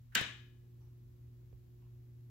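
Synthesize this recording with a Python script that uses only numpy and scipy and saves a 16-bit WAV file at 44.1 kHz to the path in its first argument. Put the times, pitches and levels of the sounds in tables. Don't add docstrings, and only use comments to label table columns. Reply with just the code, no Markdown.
import sys
import numpy as np
from scipy import signal
from scipy.fft import rfft, irfft, next_fast_len
from scipy.io import wavfile
from scipy.ndimage import map_coordinates

SR = 44100
rng = np.random.default_rng(int(sys.argv[2]) if len(sys.argv) > 2 else 0)


def transcribe(signal):
    frames = np.atleast_2d(signal).T
    limited = np.clip(frames, -1, 1)
    pcm = np.round(limited * 32767).astype(np.int16)
    wavfile.write(sys.argv[1], SR, pcm)


N = 101429


def snap():
    # start_s, rel_db, tilt_db_per_octave
    contacts = [(0.1481, -21.5, -0.5), (0.1502, -5, 2), (0.1525, -2.5, 1.5), (0.153, -1, -2.5),
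                (.1570, -3.5, -5), (.2114, -10.5, -1.5)]
    # freq_hz, density_db
    spectrum = [(200, -20.5), (900, -8.5), (1600, 3), (4000, -0.5), (8000, -6.5), (9300, -12), (11500, -7),
                (15800, -11)]
    # freq_hz, left_right_db
    balance = [(1500, -4), (3200, 3), (7000, 0), (10000, -7)]
    base_db = -24
    cracks = sum(amp(base_db + db) * noise(spectrum, tilt) * strike(s, attack_s=0.00024, t60_s=.018)
                 for s, db, tilt in contacts)
    return filtered(cracks, lambda hz: pan(along(balance, hz)))


def plate():
    # pitch_hz, level_db, t60_s, left_right_db
    modes = [(1330, -29, 0.036, -4.5), (1516, -32, 0.096, -3), (1620, -24, .055, -8),
             (1734, -29, 0.055, -2.5), (2400, -30.5, .03, -3), (2784, -24.5, .03, 3.5),
             (3130, -23.5, .03, 5.5), (3700, -20, 0.011, 3), (4800, -26.5, .02, 1.5),
             (5950, -30.5, .022, 5.5), (6850, -32, .02, -1), (7540, -25, .024, 4),
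             (11400, -32, 0.0047, -6.5)]
    start_s, rise_cycles = .1518, 5
    out = np.zeros((2, N))
    for hz, db, t60_s, pan_db in modes:
        cycles = hz * since(start_s) + rng.random() + 0.48 * rng.random((2, 1))
        envelope = strike(start_s, rise_cycles / hz, t60_s)
        out += amp(db) * pan(pan_db) * np.sin(2 * np.pi * cycles) * envelope
    return out


def spring(start_s, rise_s):
    # pitch_hz, level_db, t60_s
    modes = [(1695, -46.5, 0.62), (1954, -49, 0.4804), (2449, -48, 0.62), (3004, -47.5, 0.62),
             (3107, -47.5, 0.32), (3743, -44, .48)]
    out = np.zeros((2, N))
    for hz, db, t60_s in modes:
        cycles = hz * since(start_s) + .3 * rng.random((2, 1))
        out += amp(db) * np.sin(2 * np.pi * cycles) * strike(start_s, rise_s, t60_s)
    return out


def creak():
    # start_s, level_db
    bursts = [(.120, -57.5), (.131, -61)]
    # freq_hz, density_db
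    spectrum = [(300, -29), (1100, -15.5), (1650, 0), (2100, -14.5), (3000, -20.5), (6000, -32.5)]
    return sum(amp(db) * noise(spectrum) * strike(s, attack_s=0.0045, t60_s=.1) for s, db in bursts)


def wall_echoes(direct):
    # delay_s, level_db
    walls = [(0.0152, -20), (0.0198, -14.5), (0.0223, -11.5), (.027, -16)]
    corner_hz = 6000
    out = np.zeros((2, N))
    for delay_s, db in walls:
        echo = filtered(direct, lambda hz: np.exp(-2j * np.pi * hz * delay_s) / (1 + (hz / corner_hz) ** 2))
        out += amp(db) * echo
    return out


def switch():
    # freq_hz, density_db
    spectrum = [(60, -30.5), (150, -5.5), (280, -11.5), (500, -10.5), (950, -9.5), (1300, -6), (1700, 1),
                (2150, -3.5), (2900, -2), (3800, -5.5), (4500, -15.5), (7500, -18), (9000, -27),
                (15800, -30)]
    # freq_hz, left_right_db
    balance = [(200, 2), (1000, 1.5), (3000, 6.5), (6500, 7.5), (9000, -1), (15000, -1)]
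    start_s, rise_s, tail_db = .156, .004, -30.5
    direct = snap() + plate()
    tail = amp(tail_db) * room_tail(noise(spectrum), start_s, rise_s)
    ringing = wall_echoes(direct) + tail + spring(start_s, rise_s)
    return direct + creak() + filtered(ringing, lambda hz: pan(along(balance, hz)))


def knocks():
    # start_s, level_db, pitch_hz, t60_s, scuff_db, left_right_db
    blows = [(0.1616, -36.5, 215, .055, -62, -4.5), (0.2123, -36, 132.4, 0.0324, -42.5, 11),
             (0.23, -49.5, 245.4, 0.032, -53, -0.5), (.290, -56.5, 286, 0.064, -72, -3),
             (1.528, -59, 457, 0.021, -71, -16), (1.537, -47, 57.9, 0.1, -76, -10)]
    # freq_hz, density_db
    spectrum = [(25, -20), (70, -4), (150, 2.5), (500, 1.5), (1200, -9.5), (3000, -19), (8000, -29.5),
                (15000, -35.5)]
    attack_s, tail_rel_db = .0003, -17.5
    out = np.zeros((2, N))
    for s, db, hz, t60_s, scuff_db, pan_db in blows:
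        push = amp(db) * np.sin(2 * np.pi * hz * since(s)) * strike(s, attack_s, t60_s)
        scuff = amp(scuff_db) * noise(spectrum) * strike(s, attack_s, t60_s=.03)
        tail = amp(scuff_db + tail_rel_db) * room_tail(noise(spectrum), s, rise_s=.004)
        out += pan(pan_db) * (push + scuff) + tail
    return out


def ticks():
    # start_s, level_db, ring_hz, ring_db
    events = [(.808, -78.5, 5790, -83), (1.819, -77.5, 2786, -85.5)]
    # freq_hz, density_db
    spectrum = [(300, -16), (950, 12), (1600, -6.5), (3000, -7.5), (4500, -22), (8000, -26), (15000, -37)]
    half_width_hz = 350
    out = np.zeros((2, N))
    for s, db, ring_hz, ring_db in events:
        ring = unit(filtered(noise(spectrum), lambda hz: 1 / (1 + ((hz - ring_hz) / half_width_hz) ** 2)))
        out += room_tail(amp(db) * noise(spectrum) + amp(ring_db) * ring, s, rise_s=.0012)
    return out


def mains_hum():
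    # time_s, rms_db
    levels = [(0, -55.5), (.15, -59), (.42, -55), (.63, -58.5), (.8, -54.5), (.98, -55), (1.16, -59),
              (1.24, -53), (1.38, -56.5), (1.49, -54.5), (1.62, -59), (1.9, -54), (2.1, -54.5), (2.3, -53)]
    # pitch_hz, rms_db, left_right_db
    overtones = [(243, -77.5, 0.5), (1078, -96, 3)]
    hum_hz, t = 120, since(0)
    peak = np.sqrt(2) * amp(np.interp(t, *np.transpose(levels)))
    return peak * np.sin(2 * np.pi * (hum_hz * t + rng.random())) + tones(overtones)


def motor():
    # pitch_hz, rms_db, left_right_db
    tone = [(360, -76, -10)]
    # freq_hz, density_db
    whirr = [(80, -21), (180, -0.5), (300, -0.5), (420, -4.5), (650, -17.5), (1200, -30), (4000, -60)]
    start_s, rise_s, whirr_db = 0.13, 0.018, -76.5
    power = 1 - np.exp(-since(start_s) / rise_s)
    return power * (tones(tone) + amp(whirr_db) * noise(whirr))


def background():
    # freq_hz, density_db
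    rumble = [(20, -27), (32, -13.5), (52, -0.5), (75, 0.5), (105, -3), (160, -11.5), (230, -20),
              (310, -21.5), (420, -33.5), (650, -42.5), (1500, -57)]
    # freq_hz, density_db
    hiss = [(300, 2), (1000, 0), (2000, -1.5), (4000, -4), (7500, -6.5), (8600, -13), (10200, -10),
            (11800, -2.5), (15500, -3)]
    rumble_db, hiss_db = -62.5, -78
    return amp(rumble_db) * noise(rumble) + amp(hiss_db) * pan(left_right_db=2.5) * noise(hiss)


def room_tail(x, start_s, rise_s):
    # freq_hz, t60_s
    decay_times = [(150, 0.52), (600, .38), (1700, 0.46), (3500, 0.47), (7000, 0.44), (12000, .31)]
    hz, t, bins = signal.stft(x, SR, nperseg=256)
    decay = fade(np.maximum(t - start_s, 0), along(decay_times, hz)[:, None])
    tail = signal.istft(bins * decay, SR)[1][:, :N]
    return tail * (1 - np.exp(-since(start_s) / rise_s))


def tones(rows):
    waver_db, waver_per_s = 1, 10
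    t, out = since(0), np.zeros((2, N))
    for hz, db, pan_db in rows:
        waver = map_coordinates(rng.standard_normal(64), [t * waver_per_s], mode="wrap")
        cycles = hz * t + rng.random() + 0.43 * rng.random((2, 1))
        out += np.sqrt(2) * amp(db + waver_db * waver) * pan(pan_db) * np.sin(2 * np.pi * cycles)
    return out


def noise(spectrum, tilt_db_per_octave=0):
    # freq_hz, correlation
    likeness = [(30, 0.32), (65, 0.81), (150, 0.76), (300, .35), (800, 0.13), (4000, .05), (12000, .02)]

    def mid_side_gains(hz):
        angle = np.arccos(np.clip(along(likeness, hz), -1, 1)) / 2
        colour = amp(along(spectrum, hz) + tilt_db_per_octave * np.log2(1 + hz / 20))
        return colour * [np.cos(angle), np.sin(angle)]

    mid, side = filtered(rng.standard_normal((2, N)), mid_side_gains)
    return unit(np.array([mid + side, mid - side]))


def strike(start_s, attack_s, t60_s):
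    t = since(start_s)
    return (1 - np.exp(-t / attack_s)) * fade(t, t60_s)


def fade(t, t60_s):
    return np.exp(-np.log(1000) * t / t60_s)


def filtered(x, response):
    size = next_fast_len(N + SR // 2)
    return irfft(rfft(x, size) * response(np.fft.rfftfreq(size, 1 / SR)), size)[..., :N]


def along(points, hz):
    freqs_hz, values = np.transpose(points)
    return np.interp(np.log(hz + 1), np.log(freqs_hz + 1), values)


def since(start_s):
    return np.maximum(np.arange(N) / SR - start_s, 0)


def pan(left_right_db):
    return amp(np.array([[.5], [-.5]]) * left_right_db)


def amp(db):
    return 10 ** (np.asarray(db) / 20)


def unit(x):
    return x / np.sqrt(np.mean(x ** 2) + 1e-20)


def scene():
    return switch() + knocks() + ticks() + mains_hum() + motor() + background()


def record(dry):
    low_cut_hz, top_hz = 32, 15850
    thin = signal.sosfilt(signal.butter(2, low_cut_hz, "highpass", fs=SR, output="sos"), dry)
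    return filtered(thin, lambda hz: hz < top_hz)


dry = scene()
out = record(dry)
transcribe(out)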